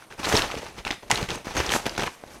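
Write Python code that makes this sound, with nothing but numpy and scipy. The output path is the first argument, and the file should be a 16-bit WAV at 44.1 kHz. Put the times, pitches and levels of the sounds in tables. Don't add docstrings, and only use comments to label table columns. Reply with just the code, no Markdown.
import sys
import numpy as np
from scipy import signal
from scipy.fft import rfft, irfft, next_fast_len
from scipy.io import wavfile
from scipy.ndimage import uniform_filter1d, map_coordinates

SR = 44100
rng = np.random.default_rng(int(sys.argv[2]) if len(sys.argv) > 2 else 0)


def invert_db(level):
    return 10 ** (np.asarray(level, dtype=float) / 20)


def persist_wave(psi):
    counts = np.round(np.clip(psi, -1, 1) * 32767).astype(np.int16)
    wavfile.write(sys.argv[1], SR, np.atleast_2d(counts).T)


N = 105840

# frequency in Hz, density in dB per Hz.
TAPE_SPECTRUM = [(120, -7), (200, -7), (426, 3), (522, -7.5), (844, -7.5), (5550, -12), (12500, -25),
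                 (15300, -40), (16500, -64)]


def unit(x):
    return x / np.sqrt(np.mean(x ** 2) + 1e-20)


def along(points, hz):
    f, v = np.transpose(points)
    return np.interp(np.log(hz + 1), np.log(f + 1), v)


def wobble(rate):
    knots = rng.standard_normal(1000)
    return map_coordinates(knots, [np.minimum(np.arange(N) * rate / SR, 990)])


def filtered(x, response):
    m = next_fast_len(N + SR // 2)
    return irfft(rfft(x, m) * response(np.fft.rfftfreq(m, 1 / SR)), m)[:N]


def rush(spectrum, patchy_db):
    z = signal.stft(rng.standard_normal(N), nperseg=256)[2]
    field = uniform_filter1d(rng.standard_normal(z.shape), size=6, axis=0)
    field = uniform_filter1d(field, size=4, axis=1)
    x = signal.istft(z * invert_db(patchy_db * unit(field)), nperseg=256)[1][:N]
    return unit(filtered(x, lambda hz: invert_db(along(spectrum, hz))))


def scatter(s, shapes):
    at = np.round(s * SR).astype(int)[:, None] + np.arange(shapes.shape[1])
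    return np.bincount(at.ravel(), shapes.ravel(), N + SR)[:N]


def rings(hz, life, t, phase=0):
    return invert_db(-20 * t / life[:, None]) * np.sin(2 * np.pi * hz[:, None] * t + phase)


def air():
    # frequency in Hz, density in dB per Hz.
    air_spectrum = [(12, -30), (20, -1), (566, 5), (7510, -14.5), (8890, -7.5), (14300, -19), (16500, -44)]
    return invert_db(-54.5) * rush(air_spectrum, patchy_db=3.4)


def pull():
    # start in seconds, hold in seconds, pull in dB, weight of the hand on the bag over it in dB.
    tugs = [(0, 0.042, -49, -28), (0.1, 0.04, -45, -1.5), (0.179, 0.04, -38, -20),
            (0.192, 0.036, -37.5, -11), (0.232, 0.13, -26.5, -12), (0.325, 0.068, -22, -10),
            (0.378, 0.063, -30.5, -9), (0.433, 0.16, -36, -7), (0.612, 0.077, -39.5, -5.5),
            (0.719, .04, -47.5, -1), (0.765, 0.018, -45, -6), (0.779, 0.019, -39.5, -3),
            (0.852, 0.032, -32, -4.5), (0.904, 0.021, -34, -11), (1.025, 0.16, -50, 1),
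            (1.1003, 0.017, -25.5, -29), (1.117, 0.12, -29.5, -7), (1.286, 0.049, -30.5, -5.5),
            (1.345, 0.051, -40.5, -3), (1.446, 0.26, -35.5, -7.5), (1.549, .018, -30, -1),
            (1.567, 0.034, -25, -4), (1.636, 0.074, -31.5, -4), (1.7095, 0.056, -24.5, -20),
            (1.745, 0.0098, -33.5, -21), (1.796, 0.068, -40, -2.5), (1.856, 0.011, -28.5, -6),
            (1.905, 0.14, -38.5, -4.5), (1.978, 0.053, -28.5, -8), (2.033, 0.039, -33, -7.5),
            (2.115, 0.26, -52, -5), (2.263, 0.1, -46.5, -4)]
    grip_db_per_s, swell_db_per_s, let_go_db_per_s = 25000, 3.5, 337
    start, hold, pull_db, weight_db = np.transpose(tugs)[..., None]
    t = np.arange(N) / SR - start
    shape_db = grip_db_per_s * np.minimum(t, 0)
    shape_db = shape_db + swell_db_per_s * np.clip(t, 0, hold)
    shape_db = shape_db - let_go_db_per_s * np.maximum(t - hold, 0)
    power = invert_db(2 * np.maximum(pull_db + shape_db, -120))
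    weight = power * invert_db(2 * weight_db)
    return 10 * np.log10(power.sum(0)), 10 * np.log10(weight.sum(0))


def scrape(pull_db):
    grains_per_s, grain_hz, grain_spread, grain_cycles = 2600, 2350, 0.765, 1.6
    grain_size_db, grain_db, clump_db = 2, -4, 2.5
    rasp_db, flutter_db = -7, 2.4
    count = int(grains_per_s * N / SR)
    when, size = rng.random((2, 8000))[:, :count]
    hz = grain_hz * np.exp(grain_spread * rng.standard_normal(8000)[:count])
    hz = np.clip(hz, 150, 14000)
    t = np.arange(384) / SR
    gain = invert_db(-grain_size_db * np.log(size + 0.0004)) * invert_db(0.5 * along(TAPE_SPECTRUM, hz))
    grains = unit(scatter(when * N / SR, gain[:, None] * rings(hz, grain_cycles / hz, t)))
    clumps = invert_db(clump_db * wobble(90))
    rasp = unit(invert_db(flutter_db * wobble(140)) * rush(TAPE_SPECTRUM, patchy_db=1.5))
    return invert_db(pull_db) * (invert_db(grain_db) * unit(clumps * grains) + invert_db(rasp_db) * rasp)


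def bag_resonance(x):
    # centre in Hz, half width in Hz, lift in dB.
    modes = [(430, 156, -5), (850, 104, 4.5), (2500, 600, 3), (6180, 280, 4.5)]
    return filtered(x, lambda f: invert_db(sum(db / (1 + ((f - c) / w) ** 2) for c, w, db in modes)))


def cloth(weight_db):
    # frequency in Hz, density in dB per Hz.
    cloth_spectrum = [(12, -39), (20, 13.5), (134, -1.5), (278, -3.5), (428, 0.5), (700, -4), (910, -75),
                      (1540, -120)]
    lumps_db, lumps_per_s = 1.6, 35
    lumps = invert_db(lumps_db * wobble(lumps_per_s))
    return invert_db(weight_db) * unit(lumps * rush(cloth_spectrum, patchy_db=1.65))


def snaps():
    # time in seconds, peak in dB, ring in Hz.
    tooth_snaps = [(0.0236, -30, 1440), (0.112, -25, 1660), (0.2295, -31, 2420.0), (0.243, -14.5, 4000),
                   (0.2488, -10.5, 4000), (0.2556, -11.5, 4440), (0.292, -12, 5700), (0.3268, -6, 1660),
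                   (0.3502, -21, 2160), (0.3547, -6, 3900), (0.3668, -4, 5450), (0.373, -3.5, 4330),
                   (0.3925, -7, 2620), (0.4204, -7, 2740), (0.5022, -17, 1140), (0.5134, -15, 2840),
                   (0.518, -14, 2340), (0.554, -23.5, 3430.0), (0.5857, -25, 5500), (0.6647, -24.5, 930),
                   (0.7843, -22.5, 2060), (0.7887, -23, 3080), (0.85, -10.5, 2700), (0.8704, -15, 2550.0),
                   (0.878, -12, 2700), (0.9064, -12, 1920), (0.9106, -9.5, 3420), (0.921, -17, 3620),
                   (1.0319, -21.5, 910), (1.106, -4, 920), (1.113, 0.5, 6420), (1.121, -31, 2300),
                    (1.1132, -2, 2030), (1.1196, -7, 2360), (1.157, -8, 4030), (1.1747, -8.5, 3340),
                    (1.2283, -17, 2410), (1.2893, -15, 2020), (1.3045, -10.5, 3770), (1.315, -12.5, 2600),
                    (1.3563, -22, 8200), (1.376, -19.5, 870), (1.4485, -44, 2070), (1.4727, -29, 1160),
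                    (1.492, -27, 1010), (1.5672, -9.5, 1570), (1.5762, -11, 1170), (1.6028, -21, 1480),
                    (1.603, -7, 1360), (1.664, -14, 5760), (1.6924, -7.5, 3400), (1.703, -14.5, 1170),
                    (1.7197, -5, 3020), (1.738, -6, 1660), (1.751, -18, 1310), (1.7605, -24, 1560),
                    (1.7625, -6.5, 920),
                   (0.105, -31, 1270), (0.1244, -24, 1560), (0.534, -23, 1230), (0.574, -23, 2200),
                  (1.8563, -18, 2500.0), (1.8643, -12, 3080), (1.8828, -18, 930), (1.8948, -15.5, 4840),
                  (1.9514, -20.5, 2420), (1.964, -22, 4000), (1.978, -12.5, 2300), (1.978, -11, 1410),
                  (1.994, -15, 1740.0), (2.0047, -22, 1580), (2.022, -17.5, 2200), (2.038, -18, 910),
                  (2.067, -24, 1700), (2.074, -16.5, 2070), (2.0781, -12, 1020)]
    snap_db, rise_s = -3.5, 0.0002
    ring_cycles, shortest_s, longest_s = 5, 0.002, 0.0035
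    crack_db, crack_t60 = 2, 0.0018
    rattle_db, rattle_t60, rattle_width = -12, 0.019, 0.6
    s, db, hz = np.array(tooth_snaps).T
    t = np.arange(2048) / SR
    f = np.fft.rfftfreq(len(t), 1 / SR)
    near_pitch = 1 / (1 + (np.log((f + 1) / hz[:, None]) / rattle_width) ** 2)
    colour = invert_db(along(TAPE_SPECTRUM, f)) * near_pitch
    hiss = irfft(rfft(rng.standard_normal((len(s), len(t)))) * colour)
    hiss = hiss / hiss.std(1, keepdims=True)
    noisy = hiss * (invert_db(crack_db - 60 * t / crack_t60) + invert_db(rattle_db - 60 * t / rattle_t60))
    ring = rings(hz, np.clip(ring_cycles / hz, shortest_s, longest_s), t)
    soft = (1 - np.exp(-t / rise_s)) ** 2
    return scatter(s, invert_db(db + snap_db)[:, None] * soft * (ring + noisy))


def thumps():
    # time in seconds, peak in dB, ring in Hz.
    pops = [(0.281, -14.5, 606), (0.3375, -10, 404), (0.3422, -12, 374), (0.3465, -9.5, 394),
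            (0.5415, -15.5, 507), (0.568, -35, 325), (0.576, -20, 430.0), (0.6303, -19, 503),
            (0.9068, -18, 294), (0.9118, -16, 754), (1.1261, -20, 119), (1.2292, -22, 186),
            (1.358, -23, 295), (1.4703, -36, 260), (1.5718, -15, 657), (1.6012, -14, 527),
            (1.7245, -12, 520), (1.7494, -42, 303), (1.8665, -39, 497), (1.9901, -18.5, 320),
            (2.238, -20.5, 760)]
    # time in seconds, peak in dB, ring in Hz.
    heaves = [
        (.187, -28.5, 68.4),
        (1.595, -19, 76.5),
    ]
    cycles, thump_db = 2.4, -2
    s, db, hz = np.transpose(pops + heaves)
    t = np.arange(4096) / SR
    soft = 1 - np.exp(-8 * t * hz[:, None])
    return scatter(s, invert_db(db + thump_db)[:, None] * soft * rings(hz, cycles / hz, t))


def ticks():
    # time in seconds, peak in dB, brightness in Hz.
    dry_teeth = [(.2315, -22, 3500), (.2432, -14, 5000), (.252, -17, 6000), (.2885, -15, 6000),
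                 (.2995, -18, 3000), (.3065, -18, 5000), (.343, -22, 12000), (.352, -11, 3000),
                 (.3635, -14, 3000), (.4205, -11, 5500), (.4475, -21, 3000), (.553, -23, 6000),
                 (.659, -30, 4500), (.665, -28, 6000), (1.1055, -16, 9000), (1.228, -17, 5000),
                 (1.289, -16, 5000), (1.4705, -22, 3000), (1.1128, -3, 6500), (1.553, -21, 2500),
                 (1.567, -13, 6000), (1.574, -17, 3000), (1.6025, -14, 6000), (1.624, -21, 2500),
                 (1.633, -19, 6000), (1.646, -21, 5000), (1.66, -22, 5000), (1.675, -20, 3000),
                 (1.68, -21, 3000), (1.698, -19, 3500), (1.704, -15, 6000), (1.7195, -11, 7000),
                 (1.7225, -14, 3000), (1.737, -10, 5500), (1.7615, -15, 8000), (1.8665, -14, 9000),
                 (1.9795, -12, 7000), (1.982, -16, 4000), (1.996, -14, 5000), (2.003, -19, 2500),
                 (2.007, -16, 6000), (2.022, -14, 3500), (2.036, -18, 3000), (2.042, -22, 5000),
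                 (2.0645, -21, 3500), (2.075, -21, 4000)]
    tick_db, tick_t60, rise_s = -1.5, 0.0067, 0.00055
    s, db, hz = np.transpose(dry_teeth)
    t = np.arange(1024) / SR
    f = np.fft.rfftfreq(len(t), 1 / SR)
    colour = f / (f + 400) / (1 + (f / hz[:, None]) ** 4)
    hiss = irfft(rfft(rng.standard_normal((len(s), len(t)))) * colour)
    shape = invert_db(db[:, None] + tick_db - 60 * t / tick_t60) * (1 - np.exp(-t / rise_s))
    return scatter(s, shape * hiss / hiss.std(1, keepdims=True))


def fuzz():
    # middle in seconds, half length in seconds, level in dB.
    brushes = [
        (0.298, 0.016, -37),
        (0.369, 0.031, -38.5),
        (1.748, 0.026, -33),
        (2.132, .025, -56),
        (2.344, 0.028, -55.5),
    ]
    corner_hz = 5770
    s, half, db = np.transpose(brushes)[..., None]
    bell = np.exp(-0.5 * ((np.arange(N) / SR - s) / half) ** 2)
    swell = (invert_db(db) * bell).sum(0)
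    hiss = rush(TAPE_SPECTRUM, patchy_db=0.91)
    return swell * unit(filtered(hiss, lambda f: 1 / (1 + (corner_hz / (f + 1)) ** 6)))


def jerks():
    # time in seconds, peak in dB, width in seconds.
    pushes = [(.2905, -12, .0002), (.3422, -7, .0006), (.3449, -9, .0004), (.3518, -9, .0003),
              (.568, -23, .0007), (1.229, -15, .0008), (1.4705, -16, .0003), (1.6022, -10, .0003),
              (1.6043, -11, .0003), (1.7507, -12, .0003), (1.8666, -9, .0002), (1.9808, -12, .0002),
              (1.9905, -19, .0003), (1.1275, -15, .0002), (2.2378, -26, .0002), (1.996, -12, .0002)]
    rebound = 3
    s, db, width = np.transpose(pushes)
    u = np.arange(1024) / SR / width[:, None]
    push = u * np.exp(1 - u) - u / rebound ** 2 * np.exp(1 - u / rebound)
    return scatter(s - width, invert_db(db)[:, None] * push)


def tab():
    # time in seconds, peak in dB, pitch in Hz, decay time t60 in seconds.
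    chimes = [
        (1.5775, -20, 6350, .04),
        (1.3625, -35, 6400, .04),
    ]
    s, db, hz, t60 = np.transpose(chimes)
    t = np.arange(2048) / SR
    soft = 1 - np.exp(-t / 0.00062)
    return scatter(s, invert_db(db)[:, None] * soft * rings(hz, t60 / 3, t))


def room(x):
    # frequency in Hz, decay time t60 in seconds.
    decay = [(200, 0.11), (2000, 0.32), (10000, 0.36)]
    hz, t, z = signal.stft(rng.standard_normal(SR // 2), SR, nperseg=256)
    tail = signal.istft(z * invert_db(-60 * t / along(decay, hz)[:, None]), SR, nperseg=256)[1]
    late = np.pad(x, (150, 0))
    return signal.fftconvolve(late, tail / np.linalg.norm(tail))[:N]


def scene():
    pull_db, weight_db = pull()
    bag = bag_resonance(scrape(pull_db)) + cloth(weight_db)
    bag = bag + snaps() + thumps() + ticks() + fuzz() + jerks() + tab()
    return (bag + invert_db(-11.5) * room(bag) + air())[None]


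def roll_off(x):
    return signal.sosfilt(signal.butter(12, 16650, fs=SR, output="sos"), x)


def record(dry):
    bass_hz, top_hz = 28, 16300
    mix = filtered(dry[0], lambda hz: (hz < top_hz) * hz ** 2 / (hz ** 2 + bass_hz ** 2))
    return roll_off(mix[None])


dry = scene()
out = record(dry)
persist_wave(out)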